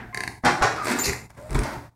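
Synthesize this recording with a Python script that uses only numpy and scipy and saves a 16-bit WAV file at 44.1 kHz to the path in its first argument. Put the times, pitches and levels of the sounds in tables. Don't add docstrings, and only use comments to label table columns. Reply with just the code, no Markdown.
import sys
import numpy as np
from scipy import signal
from scipy.io import wavfile
from scipy.ndimage import uniform_filter1d

SR = 44100
rng = np.random.default_rng(int(sys.argv[2]) if len(sys.argv) > 2 else 0)


def unload_wav(signal):
    wavfile.write(
        sys.argv[1],
        SR,
        np.round(np.clip(np.atleast_2d(signal).T, -1, 1) * 32767).astype(np.int16),
    )


N = 85995
T = np.arange(N) / SR

# mode frequency in Hz, relative level in dB, T60 in seconds.
HOLLOW_MODES = [(206, -3.5, 0.19), (246, 5, 0.29), (288, -7.5, 0.65), (345, -10, 0.1), (348, -5, 0.43),
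                (395, -12.5, 0.11)]


def amp(db):
    return 10 ** (np.asarray(db) / 20)


def curve_at(points, hz):
    freqs, values = np.transpose(points)
    return np.interp(np.log(hz + 1), np.log(freqs + 1), values)


def unit_rms(x):
    return x / np.sqrt(np.mean(x ** 2) + 1e-20)


def unit_loudest(x):
    return x / np.sqrt(uniform_filter1d(x ** 2, 1800).max() + 1e-20)


def since(start):
    return np.maximum(T - start, 0)


def wobble(samples):
    return unit_rms(uniform_filter1d(rng.standard_normal(N), samples))


def burst(start, peak_s):
    u = since(start) / peak_s
    return u * np.exp(1 - u) * rng.standard_normal(N)


def colour(x, eq, size=4096):
    hz = abs(np.fft.fftfreq(size, 1 / SR))
    log_gain = np.log(amp(np.maximum(curve_at(eq, hz), -100)))
    taps = np.fft.ifft(np.exp(np.conj(signal.hilbert(log_gain)))).real[:size // 2]
    return signal.fftconvolve(x, taps / np.linalg.norm(taps))[:N]


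def stairwell(x, wet_db, stretch=1):
    # frequency in Hz, T60 in seconds at a stretch of 1.
    room_t60 = [(60, 0.45), (150, 0.72), (400, 0.55), (1000, 0.49), (2700, 0.44), (7000, 0.46),
                (15000, 0.61)]
    hz, t, bands = signal.stft(rng.standard_normal(SR), SR, nperseg=256)
    t60 = stretch * curve_at(room_t60, hz)[:, None]
    tail = signal.istft(bands * amp(-60 * t / t60), SR, nperseg=256)[1][:SR]
    tail *= np.clip((T[:SR] - .002) / 0.0028, 0, 1)
    return x + amp(wet_db) * signal.fftconvolve(x, tail / np.linalg.norm(tail))[:N]


def ring(modes, start, rise):
    t = since(start)
    partials = sum(amp(db - 60 * t / t60) * np.sin(2 * np.pi * (hz * t + rng.random()))
                   for hz, db, t60 in modes)
    return unit_loudest((1 - np.exp(-t / rise)) * partials)


def rub(envelope, eq, per_s, spread_db, hiss, pulse_db, wet_db, stretch=1):
    slip_hz, slip_jitter = 89.7, 0.19
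    catches = (rng.random(N) < per_s / SR) * rng.choice([-1, 1], N)
    strength = amp(spread_db * np.minimum(rng.exponential(1, N), 4))
    slip_cycles = np.cumsum(slip_hz * (1 + slip_jitter * wobble(500))) / SR
    grain = unit_rms(catches * strength) + hiss * rng.standard_normal(N)
    grain *= amp(pulse_db * np.cos(2 * np.pi * slip_cycles))
    times, db = np.transpose(envelope)
    stroke = unit_rms(colour(grain, eq)) * amp(np.interp(T, times, db, left=-120, right=-120))
    return stairwell(stroke, wet_db, stretch) / np.hypot(1, amp(wet_db))


def background():
    # frequency in Hz, relative gain in dB.
    air_eq = [(25, -14), (60, 2), (120, 1), (170, -3), (300, -19), (550, -23), (900, -10.5), (2000, -76),
              (3500, -34), (9000, -37.5), (16000, -39.5)]
    echo_eq = [(24, -46), (40, 3.5), (132, -36), (245, -1), (276, -12.5), (351, -10.5), (593, -24.5),
               (718, -14), (1130, -23), (1620, -11.5), (2610, -28), (3470, -36.5), (12000, -60),
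               (15600, -99), (22000, -120)]
    echo_t60, hum_hz = 0.43, 116.2
    air, echo = (unit_rms(colour(rng.standard_normal(N), eq)) for eq in (air_eq, echo_eq))
    hum = np.sin(2 * np.pi * hum_hz * T)
    return amp(-34.5 - 60 * T / echo_t60) * echo + amp(-49) * air + amp(-47.5) * hum


def squeaks():
    # start and length in seconds, first and last pitch in Hz, level in dB,
    # octave in dB relative to the tone, waver as a fraction of the pitch.
    glides = [(0.086, 0.044, 725, 718, -49.5, -22, .012), (0.128, 0.13, 1063, 1025, -40.5, -3, 0.0085),
              (0.777, 0.081, 1248, 1282, -30.5, -21, .06), (0.985, 0.009, 8200, 7900, -32.5, -25, .03),
              (0.988, 0.046, 7130, 7170, -24.5, -9.5, 0.0075), (0.995, 0.008, 6340, 6370, -26, -25, .015),
              (1.033, 0.051, 2687, 2630, -34, -10, 0.015), (1.087, 0.013, 7140, 7170, -31, -20, 0.0125),
              (1.389, 0.083, 575, 628, -41.5, -22, 0.052), (1.632, 0.03, 601, 571, -33.5, -17, 0.0403),
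              (1.717, 0.055, 976, 825, -37.5, -27, 0.042)]
    flutter_db = 2.5
    tones, octaves = np.zeros((2, N))
    for start, length, first_hz, last_hz, db, octave_db, waver in glides:
        progress = np.clip((T - start) / length, 0, 1)
        hz = (first_hz + (last_hz - first_hz) * progress) * (1 + waver * wobble(160))
        phase = 2 * np.pi * np.cumsum(hz) / SR
        level = amp(db + flutter_db * wobble(160)) * (4 * progress * (1 - progress)) ** 0.16
        tones += level * np.sin(phase)
        octaves += level * amp(octave_db) * np.sin(2 * phase)
    return stairwell(tones, wet_db=-7, stretch=.9) + stairwell(octaves, wet_db=-7, stretch=.5)


def creak():
    # start in seconds, level in dB, settled pitch in Hz.
    slips = [(0.1457, -17.5, 1802), (0.1738, -15.5, 1802), (0.2054, -16, 1790), (0.236, -17, 1777),
             (0.2767, -16.5, 1765), (1.080, -16.5, 2090), (1.095, -18, 2180), (1.1316, -19, 1915)]
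    # multiple of the pitch, relative level in dB, time to peak in seconds.
    joint_modes = [(.92, -3, 0.0013), (1.03, -7, 0.0017), (2.08, -20.5, 0.0019), (2.42, -16, 0.002),
                   (3.35, -25, 0.0017), (4.3, -15.5, 0.0007), (5.2, -16, 0.00047), (7.2, -29.5, .0004)]
    # frequency in Hz, relative gain in dB.
    board_eq = [(100, -8.5), (200, 0), (330, -0.5), (430, 5.5), (540, -14.5), (700, 0), (950, -3.5),
                (1200, -12), (1700, -12.5), (2300, -8.5), (3200, -22), (6300, -15), (11000, -26),
                (16000, -37.5)]
    sag, sag_s, shock_s = .2, .0018, 0.002
    chirps, shocks = np.zeros((2, N))
    for start, db, hz in slips:
        t = since(start)
        cycles = hz * (t + sag * sag_s * (1 - np.exp(-t / sag_s)))
        for multiple, mode_db, peak_s in joint_modes:
            swell = (t / peak_s * np.exp(1 - t / peak_s)) ** 1.4
            chirps += amp(db + mode_db) * swell * np.sin(2 * np.pi * multiple * cycles)
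        shocks += amp(db) * (t > 0) * np.exp(-t / shock_s) * rng.standard_normal(N)
    joint = stairwell(chirps, wet_db=-7.5, stretch=.9)
    board = stairwell(colour(shocks, board_eq), wet_db=0.5, stretch=.85)
    return joint + amp(-8) * board


def knocks():
    # start in seconds, clatter level in dB, rise in seconds,
    # then the levels of tread, hollow, touch and snap in dB.
    hits = [(0.4468, -17, 0.007, -20, -26, -26, -32), (0.6215, -18, 0.00075, -23, -40, -22.5, -36),
            (1.552, -35, 0.0011, -55, -35.5, -43, -41.5), (1.632, -34.5, 0.0011, -44, -38.5, -46, -43)]
    # frequency in Hz, relative gain in dB.
    touch_eq = [(60, 18), (250, -14), (530, 2.5), (800, 11.5), (2000, -1), (3000, -18.5), (6000, -16.5),
                (15000, -73)]
    snap_eq = [(1500, -11), (3200, -3.5), (5500, -8.5), (8300, -2), (11000, -10.5), (15500, -27)]
    clatter_eq = [(50, -25), (110, -8.5), (240, -13.5), (400, -5), (530, -16), (640, -2.5), (820, -3),
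                  (1450, -4), (2150, -9.5), (3000, -20.5), (5400, -18), (8000, -29), (12400, -44.5),
                  (16000, -57)]
    # frequency in Hz, relative level in dB, T60 in seconds.
    tread_modes = [(652, -9, 0.18), (821, -2, 0.28), (876, -8, 0.22), (1018, -18, .5), (1099, -7, 0.38),
                   (1199, -12, 0.33), (1437, -11, 0.33), (1503, -13, .45)]
    touch_lead_s, touch_rise_s, hollow_lead_s, contact_s = .012, 0.0086, 0.01033, 0.012
    out = np.zeros(N)
    for start, clatter_db, rise, tread_db, hollow_db, touch_db, snap_db in hits:
        t, u = since(start), since(start - touch_lead_s) / touch_rise_s
        out += amp(touch_db) * u * np.exp(1 - u) * unit_rms(colour(rng.standard_normal(N), touch_eq))
        out += amp(snap_db) * stairwell(colour(burst(start, peak_s=0.0058), snap_eq), wet_db=-15)
        contact = rng.standard_normal(N) * (1 - np.exp(-t / rise)) * np.exp(-t / contact_s)
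        out += amp(clatter_db) * unit_loudest(stairwell(colour(contact, clatter_eq), wet_db=8))
        out += amp(tread_db) * ring(tread_modes, start, rise)
        out += amp(hollow_db) * ring(HOLLOW_MODES, start - hollow_lead_s, rise=0.0047)
    return out


def thuds():
    # start, rise and hold in seconds, then sway and boom levels in dB.
    landings = [(0.453, 0.0064, 0.014, -57, -32), (1.057, 0.024, 0.02, -35, -27.5),
                (1.362, 0.022, 0.015, -59, -47.5), (1.491, 0.029, 0.027, -26, -32),
                (1.546, 0.0049, 0.057, -18, -25.5), (1.724, 0.024, 0.03, -46, -40)]
    # frequency in Hz, relative gain in dB.
    boom_eq = [(25, -20), (55, -14), (75, 8), (95, -7.5), (122, 3), (175, -6), (260, -12.5), (380, -4.5),
               (450, -6), (540, -59.5), (1500, -61.5)]
    sway_hz, sway_t60, boom_t60 = 43.4, 0.11, 0.21
    out = np.zeros(N)
    for start, rise, hold, sway_db, boom_db in landings:
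        t, release = since(start), since(start + rise + hold)
        load = np.minimum(t / rise, 1)
        out -= amp(sway_db - 60 * release / sway_t60) * load * np.sin(2 * np.pi * sway_hz * t)
        boom = colour(rng.standard_normal(N), boom_eq) * load * amp(-60 * release / boom_t60)
        out += amp(boom_db) * unit_loudest(stairwell(boom, wet_db=-10.5, stretch=0.67))
    return out


def scrape():
    # time in seconds, level in dB.
    drag_env = [(.76, -33), (.835, -39), (.87, -23.5), (.895, -24.5), (.925, -21), (.95, -33.5),
                (.98, -26.5), (.99, -24), (1.01, -35.5), (1.04, -62)]
    rasp_env = [(.825, -53), (.85, -38), (.9, -36.5), (.928, -34), (.95, -46), (1.0, -39), (1.33, -73.5),
                (1.38, -63.5), (1.48, -60), (1.6, -57)]
    # frequency in Hz, relative gain in dB.
    drag_eq = [(60, -36), (130, -18), (240, -7.5), (400, -4), (510, -15), (620, -6.5), (860, -10.5),
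               (1150, -9), (2140, -11.5), (3000, -26), (4700, -20), (9000, -35.5), (16000, -45)]
    rasp_eq = [(1000, -14), (3200, -21), (4700, -4), (6000, -11), (7500, 0.5), (9300, 0), (10500, -9),
               (14000, -10), (16000, -57)]
    drag = rub(drag_env, drag_eq, per_s=1300, spread_db=3.5, hiss=1, pulse_db=3.5, wet_db=-0.5)
    rasp = rub(rasp_env, rasp_eq, per_s=7400, spread_db=8, hiss=0.67, pulse_db=4.5,
               wet_db=-8, stretch=0.66)
    return drag + rasp


def bumps():
    # start in seconds, level in dB, rise in seconds.
    hits = [(0.892, -26, .032), (.974, -32, 0.004)]
    return sum(amp(db) * ring(HOLLOW_MODES, start, rise) for start, db, rise in hits)


def judder():
    # time in seconds, level in dB.
    envelope = [(.98, -45), (.988, -33), (1.026, -42), (1.036, -30), (1.06, -27), (1.095, -29.5),
                (1.135, -39), (1.18, -60)]
    # frequency in Hz, relative gain in dB.
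    eq = [(120, -26), (200, -8.5), (283, -18), (424, -9), (647, -22.5), (851, -11.5), (1500, -19.5),
          (2050, -9.5), (2700, -19), (3190, -32.5), (4200, -21), (7270, -23.5), (8420, -33), (14300, -55),
          (16000, -55)]
    return rub(envelope, eq, per_s=1500, spread_db=2.5, hiss=0.31, pulse_db=1.5, wet_db=6, stretch=0.75)


def skid():
    # time in seconds, level in dB.
    envelope = [(1.028, -64), (1.037, -28), (1.062, -25), (1.085, -38), (1.11, -54)]
    # frequency in Hz, relative gain in dB.
    eq = [(1500, -46), (2300, -8), (2700, -15), (3200, -17), (4150, 3), (4800, 3.5), (5700, -7), (6400, 2),
          (8200, -11.5), (9500, -3.5), (10500, -11.5), (11900, -6.5), (16000, -33)]
    return rub(envelope, eq, per_s=1700, spread_db=2, hiss=0.6, pulse_db=2.5, wet_db=-3, stretch=0.65)


def shuffle():
    # time in seconds, level in dB.
    envelope = [(1.3, -49.5), (1.36, -53), (1.382, -43.5), (1.41, -50), (1.48, -51), (1.52, -36),
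                (1.55, -35.5), (1.58, -37), (1.62, -34.5), (1.645, -32), (1.68, -35.5), (1.74, -34.5),
                (1.8, -52.5), (1.9, -53)]
    # frequency in Hz, relative gain in dB.
    eq = [(59, -37), (100, 0.5), (181, -8), (249, 2), (461, -14.5), (570, 1), (691, -5.5), (872, -3),
          (2080, -10.5), (3190, -24.5), (4110, -22), (8460, -28.5), (16000, -36.5)]
    return rub(envelope, eq, per_s=1300, spread_db=-3, hiss=1, pulse_db=1.5, wet_db=-2)


def cracks():
    # start in seconds, tick gain in dB, time to peak in seconds, crunch gain in dB.
    hits = [(1.304, -38, 0.00051, -55), (1.348, -47, 0.0014, -61), (1.496, -41, 0.00037, -28),
            (1.5067, -28, 0.00074, -31), (1.5295, -28.5, .0007, -48), (1.546, -24.5, 0.0012, -17.5),
            (1.551, -44, 0.0026, -17.5), (1.59, -20, 0.0013, -42), (1.634, -28.5, 0.0014, -35)]
    # frequency in Hz, relative gain in dB.
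    tick_eq = [(300, -6.5), (1400, 0.5), (2250, 9.5), (3000, -10), (4500, -1), (7000, -4), (8500, 0.5),
               (9900, 1), (12000, -13), (16000, -24)]
    crunch_eq = [(150, -3), (400, 16), (530, -3.5), (800, 15), (1500, 1.5), (2400, 6.5), (2900, -35),
                 (3500, -2), (6400, -22), (9000, -27), (16000, -39)]
    ticks, crunches = np.zeros((2, N))
    for start, tick_db, peak_s, crunch_db in hits:
        snap = .5 * burst(start, peak_s)
        ticks += amp(tick_db) * snap
        crunches += amp(crunch_db) * snap
    return stairwell(colour(ticks, tick_eq) + colour(crunches, crunch_eq), wet_db=-6)


def scene():
    mix = background() + squeaks() + creak() + knocks() + thuds()
    mix += scrape() + bumps() + judder() + skid() + shuffle() + cracks()
    return mix[None]


def record(dry):
    key_hz, window_s, cutoff_hz = 900, .02, 15900
    threshold_db, slope, depth_db = -52, 3, 16
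    key = signal.sosfilt(signal.butter(2, key_hz, "high", fs=SR, output="sos"), dry[0])
    key_db = 10 * np.log10(abs(uniform_filter1d(key ** 2, int(window_s * SR))) + 1e-12)
    cut_db = np.clip((threshold_db - key_db) * slope, 0, depth_db)
    gated = dry * amp(-uniform_filter1d(cut_db, size=500))
    taps = signal.firwin(401, cutoff_hz, window=("kaiser", 8), fs=SR)
    return signal.oaconvolve(gated, taps[None], "same")


dry = scene()
out = record(dry)
unload_wav(out)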